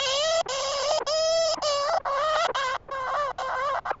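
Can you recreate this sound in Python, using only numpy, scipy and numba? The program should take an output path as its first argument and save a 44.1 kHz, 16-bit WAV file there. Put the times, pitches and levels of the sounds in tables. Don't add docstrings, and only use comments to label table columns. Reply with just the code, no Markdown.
import sys
import numpy as np
from scipy import signal
from scipy.fft import rfft, irfft
from scipy.io import wavfile
from scipy.ndimage import uniform_filter1d
from numba import njit

SR = 44100
rng = np.random.default_rng(int(sys.argv[2]) if len(sys.argv) > 2 else 0)


def unload_audio(sound):
    columns = np.transpose(np.atleast_2d(sound))
    steps = np.round(np.clip(columns, -1, 1) * 32767)
    wavfile.write(sys.argv[1], SR, steps.astype(np.int16))


N = 176400
t = np.arange(N) / SR
TOP_HZ = 7350


def undb(db):
    return 10 ** (np.asarray(db) / 20)


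def unit(x):
    return x / np.std(x)


def steady(x):
    return x / np.sqrt(uniform_filter1d(x * x, size=530) + 1e-12)


def wander(rate_hz):
    span = max(int(SR / rate_hz), 1)
    smoothed = uniform_filter1d(rng.standard_normal(N), span, mode="wrap")
    return unit(uniform_filter1d(smoothed, span, mode="wrap"))


def equalise(x, points):
    hz, db = np.array(points, float).T
    bins_hz = np.maximum(np.fft.rfftfreq(N, 1 / SR), 1)
    gain = undb(np.interp(np.log(bins_hz), np.log(hz), db))
    cepstrum = irfft(np.log(gain))
    cepstrum[1:N // 2] *= 2
    cepstrum[N // 2 + 1:] = 0
    return irfft(rfft(x) * np.exp(rfft(cepstrum)))


def butter(x, hz, kind, order=2):
    return signal.sosfiltfilt(signal.butter(order, hz, kind, fs=SR, output="sos"), x)


@njit
def resonate(x, hz, width):
    y = np.empty(len(x))
    band_state, low_state = 0., 0.
    for i in range(len(x)):
        tuning, damping = np.tan(np.pi * hz[i] / SR), width[i] / hz[i]
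        band = (band_state + tuning * (x[i] - low_state)) / (1 + tuning * (tuning + damping))
        band_state = 2 * band - band_state
        low_state += 2 * tuning * band
        y[i] = damping * band
    return y


# frequency in Hz, relative level in dB.
ROOM_EQ = [(25, 4.5), (155, -2), (220, -9), (700, -9), (7000, -45.5)]


def room(level_db=-51):
    return undb(level_db) * unit(equalise(rng.standard_normal(N), ROOM_EQ))


# midpoint in seconds, length in seconds, pitch in Hz, level in dB.
GASPS = [(0.467, .013, 411, -32), (1.017, 0.025, 496, -27.5), (1.581, 0.056, 1050, -39),
         (1.582, 0.015, 320.4, -32.5), (2.007, 0.012, 524, -39), (2.5, 0.027, 549, -25.5),
         (2.894, 0.015, 577, -37), (3.911, .013, 741, -21.5), (3.933, .034, 1310, -40)]


def squeaks(arch=.22, fall=.08, jitter=.09, cutoff_hz=1210):
    out = np.zeros(N)
    unrest = jitter * wander(470)
    for middle, length, hz, db in GASPS:
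        position = 2 * (t - middle) / length
        near = np.abs(position) < 2
        bend = np.tanh(position[near])
        pitch = hz * (1 - arch * bend ** 2 - fall * bend + unrest[near])
        phase = 2 * np.pi * np.cumsum(pitch) / SR
        note = sum(np.cos(k * phase + k * k) / (1 + (k * hz / cutoff_hz) ** 4) for k in range(1, 10))
        envelope = np.exp(-position[near] ** 4 / 2)
        out[near] += undb(db) * unit(note) * envelope
    return out


def cage(x, echo_db=-7, decay_s=.0025):
    age = t[:SR // 40]
    echoes = rng.standard_normal(len(age)) * np.exp(-age / decay_s)
    echoes = butter(echoes / np.linalg.norm(echoes), 2300, "high")
    return x + undb(echo_db) * signal.fftconvolve(x, echoes)[:N]


# frequency in Hz, gain in dB.
THROAT_EQ = [(370, -18), (520, 4.5), (690, 13), (1120, 12.5), (1500, 8.5), (1740, -8.5), (1920, -0.5),
             (2330, -20), (3150, -11.5), (3600, -18.5), (6300, -20.5)]
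# time in seconds, centre in Hz, width in Hz, boost in dB.
MOUTH_SWEEP = [(0, 2930, 1500, 9), (.14, 3660, 1300, 14), (.33, 4500, 900, 1), (1.44, 5450, 400, 16),
               (1.698, 4550, 700, 13), (1.948, 4950, 750, 31), (2.3, 3320, 1800, 17.5),
               (3.42, 3730, 1490, 11)]


def vocal_tract(x):
    times, hz, width, db = np.array(MOUTH_SWEEP, float).T
    throat = equalise(x, THROAT_EQ)
    shrill = resonate(throat, np.interp(t, times, hz), np.interp(t, times, width))
    return throat + (undb(np.interp(t, times, db)) - 1) * shrill


def larynx(hz, rough, wobble=.006, lurch=.085, jitter=.12, shimmer=.48, flicker_db=3.2):
    unrest = rough ** 1.5 * (lurch * wander(220) + jitter * wander(900))
    phase = 2 * np.pi * np.cumsum(hz * (1 + wobble * wander(90) + unrest)) / SR
    overtones = sum(np.cos(k * phase + np.pi * k * k / 20) * undb(flicker_db * wander(64))
                    for k in range(2, 20))
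    pulses = unit(np.cos(phase) + overtones)
    hiss = butter(rng.standard_normal(N), 3000, "high")
    puffs = unit(butter(hiss, TOP_HZ, "low")) * (1 + np.cos(phase) / 2)
    return pulses * (1 + rough * shimmer * wander(740)) + (.02 + .65 * rough) * puffs


# time in seconds, pitch in Hz.
TONE_PITCH = [(0, 546.7), (.05, 556.2), (.068, 502.8), (.21, 590), (.245, 636.6), (.405, 665),
              (.489, 500.2), (.538, 540.5), (.656, 537.7), (.712, 577), (.831, 537), (.921, 633.4),
              (.986, 606.2), (1.064, 541.3), (1.136, 630), (1.435, 663.2), (1.495, 607.6), (1.526, 664.4),
              (1.545, 601), (1.617, 512.1), (1.647, 615.6), (1.722, 572.4), (1.843, 564), (1.915, 661.8),
              (1.981, 652), (2.052, 565.8), (2.188, 544), (2.236, 615), (2.392, 630), (2.425, 694.2),
              (2.47, 644.6), (2.543, 490.3), (2.593, 556), (2.667, 508.2), (2.727, 536), (2.966, 539.4),
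              (3.08, 504.2), (3.19, 585.2), (3.235, 581.4), (3.303, 489), (3.392, 522.6), (3.598, 511.6),
              (3.677, 595), (3.75, 514)]
# time in seconds, roughness from 0 to 1.
TONE_RASP = [(.03, .15), (.13, .36), (.19, .17), (.68, .47), (1.17, .13), (1.44, .05), (1.48, .27),
             (1.8, .22), (2.15, .42), (2.25, .27)]
# start in seconds, end in seconds.
VOICE_BREAKS = [(.407, .425), (.905, .917), (.98, 1.068), (1.539, 1.63), (1.891, 1.901), (1.93, 1.952),
                (1.968, 2.085), (2.354, 2.366), (2.448, 2.563), (2.742, 2.8), (3.07, 3.108), (3.138, 3.166),
                (3.304, 3.425), (3.485, 3.555), (3.743, 3.93)]


def voice(crossfade_s=.005, ducked_gain=.45):
    hz = np.interp(t, *np.array(TONE_PITCH).T)
    rough = np.interp(t, *np.array(TONE_RASP).T)
    rattling = sum(np.clip(.5 + np.minimum(t - start, end - t) / crossfade_s, 0, 1)
                   for start, end in VOICE_BREAKS)
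    tone = larynx(hz, rough) * (1 - (1 - ducked_gain) * rattling)
    rattle = rattling * larynx(hz=360, rough=.87)
    return tone + rattle, rattling


# time in seconds, then the levels
# in dB of the fundamental (before the rattle's boost), the low overtones and the treble.
CALL_LEVELS = [
    [(0, -33.5, -36, -27.5), (0.2, -27.5, -37, -27), (0.412, -22.5, -35, -31)],
    [(0.49, -32.0, -36.5, -31.5), (0.83, -30.0, -34.5, -32), (0.91, -24, -38, -31.5),
     (0.987, -25, -39.5, -30.5)],
    [(1.071, -29.5, -31, -30.5), (1.13, -25.5, -38.5, -30), (1.4, -22.5, -42, -31),
     (1.544, -27.5, -36.5, -28.5)],
    [(1.624, -29.5, -34, -34.5), (1.67, -25.0, -33, -27.5), (1.85, -30.5, -29, -37.5),
     (1.98, -23, -33.5, -42)],
    [(2.056, -32.5, -29.5, -52), (2.24, -28.0, -27, -39.5), (2.467, -27, -27, -31.5)],
    [(2.551, -36, -27, -32.5), (2.765, -36, -29.5, -42)],
    [(2.915, -35, -32.5, -49.5), (3.05, -39, -31.5, -51.5), (3.21, -30, -26, -44.5),
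     (3.315, -35, -35, -51.5)],
    [(3.388, -32.5, -35, -40.5), (3.52, -37.5, -30.5, -52.5), (3.68, -31.5, -27, -44),
     (3.794, -34, -31, -52.5)],
    [(3.857, -35.5, -31.5, -53), (3.912, -48.5, -29.5, -49.5)],
]


def squawks(attack_s=.0063, release_s=.0045, crossovers_hz=(850, 2300), rattle_boost_db=2.5):
    source, rattling = voice()
    rest = cage(vocal_tract(source))
    bands = []
    for edge in crossovers_hz:
        bands.append(butter(rest, edge, "low", order=6))
        rest = rest - bands[-1]
    bands = [steady(band) for band in bands + [rest]]
    bands[0] *= undb(rattle_boost_db * rattling)
    out = np.zeros(N)
    for call in CALL_LEVELS:
        times, *levels = np.array(call).T
        attack = np.clip(1 + (t - times[0]) / attack_s, 0, 1)
        release = np.exp(-np.maximum(t - times[-1], 0) * 2 / release_s)
        blend = sum(band * undb(np.interp(t, times, db)) for band, db in zip(bands, levels))
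        out += attack * release * blend
    return out


def scene():
    return (squawks() + squeaks() + room())[None]


def record(dry):
    return signal.sosfilt(signal.ellip(10, .2, 70, TOP_HZ, fs=SR, output="sos"), dry)


dry = scene()
out = record(dry)
unload_audio(out)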